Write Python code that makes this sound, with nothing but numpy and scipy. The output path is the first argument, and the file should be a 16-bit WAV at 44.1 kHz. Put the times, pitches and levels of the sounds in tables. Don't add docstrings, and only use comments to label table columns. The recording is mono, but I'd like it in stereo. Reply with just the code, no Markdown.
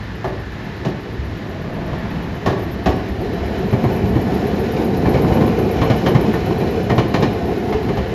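import sys
import numpy as np
from scipy import signal
from scipy.fft import rfft, irfft, next_fast_len
from scipy.io import wavfile
from scipy.ndimage import uniform_filter1d, map_coordinates

SR = 44100
rng = np.random.default_rng(int(sys.argv[2]) if len(sys.argv) > 2 else 0)


def log_audio(samples):
    frames = np.atleast_2d(samples).T
    limited = np.clip(frames, -1, 1)
    pcm = np.round(limited * 32767).astype(np.int16)
    wavfile.write(sys.argv[1], SR, pcm)


N = 358974

# pitch_hz, level_db
THUMP_TONE = [(25, -32), (60, -11), (125, 8), (220, -3), (400, -1.5), (900, -61)]
CLANG_TONE = [(150, -7.5), (350, 0.5), (700, 3), (1100, -1.5), (1700, -11.5), (2600, -23.5), (5000, -40)]
CRACK_TONE = [(700, -24), (1300, 4), (2100, 2), (3000, 3.5), (4500, -2.5), (6500, -6), (9000, -18),
              (15000, -39)]
# time_s, speed_m_per_s
CAR_SPEED = [(0, 2.3), (3.78, 4.75), (5.1, 6.2), (6.5, 6.5), (7.2, 6.25), (8.14, 6.15)]


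def amp(db):
    return 10 ** (np.asarray(db) / 20)


def unit(x):
    return x / np.sqrt(np.mean(x ** 2) + 1e-20)


def at_pitch(points, hz):
    pitches, values = np.transpose(points)
    return np.interp(np.log(hz + 1), np.log(pitches + 1), values)


def curves(rows):
    times, *columns = np.transpose(rows)
    return [np.interp(np.arange(N) / SR, times, column) for column in columns]


def wobble(rate):
    return map_coordinates(rng.standard_normal(int(N * rate / SR) + 4), [np.arange(N) * rate / SR])


def filtered(x, response):
    size = x.shape[-1]
    padded = next_fast_len(size + 1024)
    return irfft(rfft(x, padded) * response(np.fft.rfftfreq(padded, 1 / SR)), padded)[..., :size]


def add(track, start_s, sound):
    part = track[..., max(round(start_s * SR), 0):][..., :sound.shape[-1]]
    part += sound[..., :part.shape[-1]]


def coloured(pair, tone, ring=0):
    # pitch_hz, width_hz, lift_db
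    resonances = [(202, 140, 3), (381.5, 62, 3.5), (516, 17, 3), (660, 175, 3.5), (873, 113, 5.5),
                  (1034, 28, 6), (1492, 155, 8.5), (1860, 45, 1), (2420, 760, 3), (2984, 99, 5.5),
                  (4020, 360, 4.5), (5260, 260, 3)]
    # pitch_hz, likeness (0 to 1)
    likeness = [(150, 0.99), (420, 0.87), (620, 0.56), (1300, 0.33), (2000, 0.7), (2600, 0.94), (4000, 1),
                (5200, 1), (6500, 0.23), (8400, 1), (12000, 1)]

    def response(hz):
        lift_db = sum(db / (1 + ((hz - centre) / (width / 2)) ** 2) for centre, width, db in resonances)
        spread = np.arccos(np.clip(at_pitch(likeness, hz), 0, 1)) / 2
        return amp(at_pitch(tone, hz) + ring * lift_db) * [np.cos(spread), np.sin(spread)]
    mid, side = filtered(pair, response)
    return unit(np.array([mid + side, mid - side]))


def dying(pair, fades):
    hz, t, bands = signal.stft(pair, SR, nperseg=256)
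    faded = bands * amp(-60 * t / at_pitch(fades, hz)[:, None])
    return signal.istft(faded, SR, nperseg=256)[1][:, :pair.shape[1]]


def grit(per_s, spread_db, life_s):
    contacts = rng.random(N) < per_s / SR
    sizes = contacts * amp(spread_db * np.minimum(rng.exponential(size=N), 4))
    power = signal.lfilter([1], [1, -np.exp(-1 / (life_s * SR))], sizes ** 2)
    return unit(np.sqrt(power) * rng.standard_normal((2, N)))


def patchy(pair, depth_db):
    bands = signal.stft(pair, nperseg=1024)[2]
    swells = uniform_filter1d(rng.standard_normal(bands.shape[1:]), size=2, axis=0)
    swells = uniform_filter1d(swells, size=16, axis=1)
    return signal.istft(bands * amp(depth_db * unit(swells)), nperseg=1024)[1][:, :N]


def blow(tone, ring, attack_s, stretch):
    # pitch_hz, fade_s
    truck_fades = [(100, 0.2), (400, 0.35), (1200, 0.24), (4000, 0.21), (12000, 0.16)]
    t = np.arange(SR // 5) / SR
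    burst = coloured(rng.standard_normal((2, len(t))), tone, ring)
    fades = [(hz, fade_s * stretch) for hz, fade_s in truck_fades]
    return dying(burst, fades) * (1 - np.exp(-t / attack_s))


def ringing(notes, attack_s, strongest_hz):
    t = np.arange(SR // 4) / SR
    hz, db, fade_s = np.transpose(notes)[:, :, None]
    db = db + 6 * np.exp(-(np.log2(hz / strongest_hz) / .08) ** 2)
    hz = hz * (1 + 0.009 * rng.standard_normal(hz.shape))
    blur_hz = 4 + .009 * hz
    drift = np.cumsum(rng.standard_normal((len(notes), len(t))), 1) * np.sqrt(2 * np.pi * blur_hz / SR)
    phase = 2 * np.pi * (hz * t + rng.random(hz.shape)) + drift
    loudness = amp(db + 1.6 * rng.standard_normal(hz.shape) - 60 * t / fade_s)
    return (loudness * np.sin(phase)).sum(0) * (1 - np.exp(-t / attack_s))


def travelled():
    return np.cumsum(curves(CAR_SPEED)[0]) / SR


def passing(falloff, doubling_db, worn_db=0):
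    truck_spacing_m, mic_at_m, mic_distance_m = 7.1, 22.8, 7.3
    worn_at_m, worn_half_length_m = 18.25, 1.9
    place_m = travelled() + np.array([[.5], [-.5]]) * truck_spacing_m
    nearness = mic_distance_m / np.hypot(mic_distance_m, place_m - mic_at_m)
    on_worn_rail = np.exp(-((place_m - worn_at_m) / worn_half_length_m) ** 6)
    trucks = nearness ** falloff * amp(worn_db * on_worn_rail)
    doublings = np.log2(curves(CAR_SPEED)[0] / 6.4)
    return np.sqrt(np.mean(trucks ** 2, axis=0)) * amp(doubling_db * doublings)


def rolling():
    # pitch_hz, level_db
    boom_tone = [(20, -36), (32, -30), (45, -12), (65, -2), (110, 1), (150, -1), (200, -1.5), (290, -11.5),
                 (600, -80)]
    roar_tone = [(70, -55), (170, -3), (300, 0), (450, -1), (610, -10.5), (800, -12), (1200, -22),
                 (2000, -39), (4000, -45)]
    rattle_tone = [(250, -19), (550, 7), (800, -3), (1300, -8), (2400, -13), (3500, -28), (8000, -42)]
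    # pitch_hz, level_db
    hiss_with_gap = [(500, -29), (1300, 5.5), (1700, -3.5), (2100, 3), (3300, -5), (5000, -8),
                     (7000, -10.5), (9500, -33), (13000, -20), (15000, -43)]
    load = wobble(14)
    boom_gain = amp(-22 + 0.74 * wobble(11))
    boom = boom_gain * coloured(grit(per_s=900, spread_db=1.8, life_s=0.0026), boom_tone, ring=0.38)
    roar_grit = patchy(grit(per_s=700, spread_db=0.85, life_s=0.014), depth_db=1.5)
    roar = amp(-18 + 1.4 * load) * coloured(roar_grit, roar_tone, ring=1.04)
    hiss_grit = patchy(grit(per_s=900, spread_db=5.1, life_s=0.019), depth_db=2)
    hiss = amp(-34 + 0.24 * load) * coloured(hiss_grit, hiss_with_gap, ring=1.5)
    rattle = amp(-44) * coloured(grit(per_s=90, spread_db=2.6, life_s=.003), rattle_tone, ring=0.94)
    return (boom * passing(falloff=0.69, doubling_db=3, worn_db=4.5)
            + roar * passing(falloff=0.82, doubling_db=7, worn_db=3.5)
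            + hiss * passing(falloff=0.74, doubling_db=6.5)
            + rattle * passing(falloff=1.2, doubling_db=12, worn_db=16))


def traffic():
    # pitch_hz, level_db
    wash_tone = [(25, -28), (42, -3.5), (62, 6), (110, -3), (170, -8), (300, -17), (700, -16.5),
                 (1200, -14.5), (1750, -11.5), (2300, -22), (4000, -28), (15000, -57)]
    wash = amp(-31 + 1.1 * wobble(2.9)) * coloured(rng.standard_normal((2, N)), wash_tone)
    drone_hz = 106 + 2.28 * wobble(14)
    drone = amp(-33.5 + 3.6 * wobble(4.9)) * np.sin(2 * np.pi * np.cumsum(drone_hz) / SR)
    return wash + drone


def gear_tone(rows, width_hz):
    hz, db = curves(rows)
    flutter = wobble(width_hz) + 1j * wobble(width_hz)
    band = np.real(flutter * np.exp(2j * np.pi * np.cumsum(hz) / SR))
    load = amp(2 * wobble(11))
    return amp(db) * unit(load * band)


def drive():
    # time_s, pitch_hz, level_db
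    growl = [(2.8, 183, -45), (3.8, 203, -27), (4.6, 217, -27), (6.1, 214.7, -28), (8.14, 205.7, -36)]
    hum = [(2.4, 346.5, -54), (3.2, 377.2, -32.5), (4.6, 438.1, -29), (5.6, 455, -24.5),
           (6.5, 430.6, -29.5), (7.7, 425, -28.5), (8.14, 418, -30)]
    whine = [(1.0, 639, -70), (1.5, 646, -40), (3.0, 681, -43), (3.5, 701.4, -34), (5.4, 745, -32.5),
             (6.2, 719, -34)]
    return gear_tone(growl, width_hz=55) + gear_tone(hum, width_hz=70) + gear_tone(whine, width_hz=110)


def ticking():
    # time_s, ticks_per_s
    pace = [(0, 8.2), (2.3, 8.2), (3, 8.07), (4.2, 7.88), (5.2, 8.08), (8.14, 7.99)]
    # pitch_hz, level_db
    tick_tone = [(5000, -57), (9000, -37), (11000, 3.5), (12600, 3), (14000, -6), (15500, 1.5)]
    nearest_at_m, distance_m = 23.4, 8.3
    pulses, t = np.zeros(N), np.arange(SR // 10) / SR
    pulse = amp(-60 * t / 0.13) * (1 - np.exp(-t / 0.00067))
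    count = np.cumsum(curves(pace)[0]) / SR - .26
    for start_s in np.flatnonzero(np.diff(np.floor(count))) / SR:
        add(pulses, start_s - .002, pulse)
    nearness = distance_m / np.hypot(distance_m, travelled() - nearest_at_m)
    return pulses * amp(-34.5) * nearness ** 1.9 * coloured(rng.standard_normal((2, N)), tick_tone)


def track_slams():
    # start_s, clang_db, thump_db, crack_db, strongest_hz
    slams = [(0.243, -13.5, -20.5, -36.5, 1075), (0.85, -16, -15.5, -32, 890), (2.461, -7, -15, -26, 1130),
             (2.859, -8, -13.5, -25, 757)]
    # pitch_hz, level_db, fade_s
    track_notes = [(92, 3.5, 0.24), (380.6, -2, 0.3), (583, -2, 0.26), (660, 4, 0.12), (747.5, -3, 0.18),
                   (877, -9, 0.19), (1128, -6, 0.18), (1680, -12.5, 0.34), (1816, -12, 0.29),
                   (1910, -16.5, 0.26)]
    rebound_s, rebound_db = .032, -9
    track = np.zeros((2, N))
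    for start_s, clang_db, thump_db, crack_db, strongest_hz in slams:
        thump = blow(THUMP_TONE, ring=0.31, attack_s=0.0047, stretch=1.35)
        add(track, start_s + 0.00304, amp(thump_db + 1) * thump)
        for bounce in range(3):
            hit_s, gain = start_s - .001 + bounce * rebound_s, amp(bounce * rebound_db)
            crack = amp(crack_db) * blow(CRACK_TONE, ring=0.6, attack_s=0.00067, stretch=1)
            clang = amp(clang_db - 6) * blow(CLANG_TONE, ring=0.16, attack_s=0.0021, stretch=1.01)
            notes = amp(clang_db - 10) * ringing(track_notes, attack_s=0.0035, strongest_hz=strongest_hz)
            for sound in (crack, clang, notes):
                add(track, hit_s, gain * sound)
    return track


def street_echo(sound):
    # pitch_hz, fade_s
    street_fades = [(100, 0.45), (1000, 1), (4000, 1), (12000, 0.29)]
    even_noise = coloured(rng.standard_normal((2, SR)), [(100, 0), (10000, 0)])
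    tail = dying(even_noise, street_fades)
    echo = np.zeros((2, N))
    add(echo, .03, signal.fftconvolve(sound.mean(0)[None], tail / np.linalg.norm(tail[0]), axes=1))
    return echo


def body_bumps():
    # start_s, level_db
    bumps = [(1.187, -15), (2.866, -12.5), (3.104, -18), (3.41, -15.5), (5.057, -14), (7.745, -12.5),
             (7.985, -14)]
    pitch_hz, attack_s, fade_s = 70.3, 0.0066, 0.2
    track, t = np.zeros(N), np.arange(SR // 3) / SR
    swing = amp(-60 * t / fade_s) * (1 - np.exp(-t / attack_s)) * np.sin(2 * np.pi * pitch_hz * t)
    for start_s, db in bumps:
        add(track, start_s, amp(db + 3) * swing)
    return track


def sand():
    # pitch_hz, level_db
    sand_tone = [(80, 2), (160, 12), (300, 3), (700, -3), (1500, -8), (3000, -20.5), (8000, -48)]
    start_s, rise_s, hold_s, fall_s = 1.22, 0.69, 0.16, 0.97
    t = np.arange(N) / SR - start_s
    rise = np.clip(t / rise_s, 0, 1)
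    fall = np.clip(1 - (t - rise_s - hold_s) / fall_s, 0, 1)
    return amp(-27) * rise * fall * coloured(grit(per_s=400, spread_db=1.2, life_s=0.0054), sand_tone)


def rail_pits():
    # start_s, level_db
    pits = [(1.93, -20.5), (5.245, -18), (5.368, -17), (5.475, -15), (5.588, -17), (6.507, -20.5)]
    track = np.zeros((2, N))
    for start_s, db in pits:
        crack = amp(db - 21) * blow(CRACK_TONE, ring=1.2, attack_s=.001, stretch=.4)
        clang = amp(db) * blow(CLANG_TONE, ring=0.62, attack_s=0.0019, stretch=0.27)
        thump = amp(db + 4) * blow(THUMP_TONE, ring=0.63, attack_s=.002, stretch=0.45)
        add(track, start_s, crack + clang + thump)
    return track


def squeaks():
    # start_s, level_db
    slips = [(2.61, -46), (2.705, -45), (2.873, -49), (3.65, -52), (3.91, -46), (4.05, -49), (4.531, -52)]
    pitch_hz, fall_hz, length_s = 13450, 700, .05
    track, progress = np.zeros(N), np.linspace(0, 1, int(length_s * SR))
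    for start_s, db in slips:
        glide_hz = pitch_hz + 120 * rng.standard_normal() - fall_hz * progress
        rough_hz = glide_hz + 900 * rng.standard_normal(SR)[:len(progress)]
        tone = np.sin(2 * np.pi * np.cumsum(rough_hz) / SR)
        add(track, start_s, amp(db) * np.sin(np.pi * progress) * tone)
    return track


def rail_joints():
    # start_s, clang_db, thump_db, crack_db, strongest_hz
    knocks = [(3.727, -22, -9.5, -42, 2310), (3.84, -20.5, -8, -43, 1690), (4.156, -24, -9.5, -40, 2955),
              (5.057, -17.5, -12.5, -38, 2310), (5.143, -18.5, -9.5, -33, 2310),
              (5.319, -20, -13, -37, 2955), (5.409, -19.5, -12.5, -37, 1055), (5.815, -13.5, -8, -28, 1055),
              (5.901, -14.5, -7.5, -26.5, 1210), (6.063, -12.5, -8.5, -26, 3150),
              (6.149, -16, -7.5, -31, 2120), (6.898, -14.5, -9, -29, 1830), (6.98, -13.5, -9, -24.5, 1055),
              (7.142, -13, -9, -23.5, 4230), (7.226, -15.5, -8.5, -24, 2310), (7.887, -21, -11, -37, 1690),
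              (7.972, -20.5, -17, -33.5, 2955)]
    # pitch_hz, level_db, fade_s
    wheel_notes = [(527, 1, .33), (1055, -4, .2), (1210, -7, .16), (1690, -9.5, .18), (1830, -7, .18),
                   (2120, -11, .18), (2310, -11, .24), (2955, -15, .24), (3150, -16, .18), (4230, -19, .24)]
    landing_note = [(132, 0, .13)]
    track = np.zeros((2, N))
    for start_s, clang_db, thump_db, crack_db, strongest_hz in knocks:
        crack = amp(crack_db) * blow(CRACK_TONE, ring=.9, attack_s=.001, stretch=.9)
        clang = amp(clang_db) * blow(CLANG_TONE, ring=0.33, attack_s=0.001, stretch=.8)
        wheel = amp(clang_db - 7) * ringing(wheel_notes, attack_s=0.0029, strongest_hz=strongest_hz)
        thump = amp(thump_db - 3) * blow(THUMP_TONE, ring=0.59, attack_s=0.0014, stretch=0.85)
        landing = amp(thump_db) * ringing(landing_note, attack_s=0.0027, strongest_hz=strongest_hz)
        for early_s, sound in ((.002, crack), (.001, clang), (.001, wheel), (0, thump), (0, landing)):
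            add(track, start_s - early_s, sound)
    return track


def loose_parts():
    # start_s, blow_db, ring_db, pitch_hz
    clanks = [(6.338, -21, -29, 1810), (7.724, -17, -34.5, 2110)]
    track, fade_s = np.zeros((2, N)), 0.12
    for start_s, blow_db, ring_db, hz in clanks:
        crack = amp(blow_db - 17) * blow(CRACK_TONE, ring=1.1, attack_s=.001, stretch=1.9)
        clang = amp(blow_db + 1) * blow(CLANG_TONE, ring=0.26, attack_s=0.001, stretch=0.56)
        add(track, start_s, crack + clang)
        add(track, start_s, amp(ring_db) * ringing([(hz, 0, fade_s)], attack_s=.001, strongest_hz=hz))
    return track


def scene():
    knocks = rail_joints() + rail_pits() + track_slams() + loose_parts()
    running = drive() + rolling() + sand()
    echo = amp(-11) * street_echo(knocks)
    return running + knocks + echo + body_bumps() + ticking() + squeaks() + traffic()


def record(dry):
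    # pitch_hz, level_db
    left_louder = [(60, 0.3), (160, -1), (280, -2.3), (440, -0.3), (720, 3.5), (1190, -2.2), (1800, -5.3),
                   (3000, 0)]
    # pitch_hz, phase_radians
    left_ahead = [(200, 0), (400, .4), (560, .85), (700, .1), (1100, .6), (1380, 3), (1620, 3.1),
                  (1700, .6), (2100, .1), (5300, 0), (6700, -1.2), (8000, -3.1), (8900, -3.15),
                  (11100, -6.2), (12700, -6.3), (14600, -9.4)]
    ceiling, top_hz = .97, 15000

    def openings(hz):
        left = amp(at_pitch(left_louder, hz) / 2) * np.exp(.5j * at_pitch(left_ahead, hz))
        return np.array([left, 1 / left])
    heard = filtered(dry, openings)
    rounded = heard / (1 + np.abs(heard / ceiling) ** 8) ** (1 / 8)
    return filtered(rounded, lambda hz: hz < top_hz)


dry = scene()
out = record(dry)
log_audio(out)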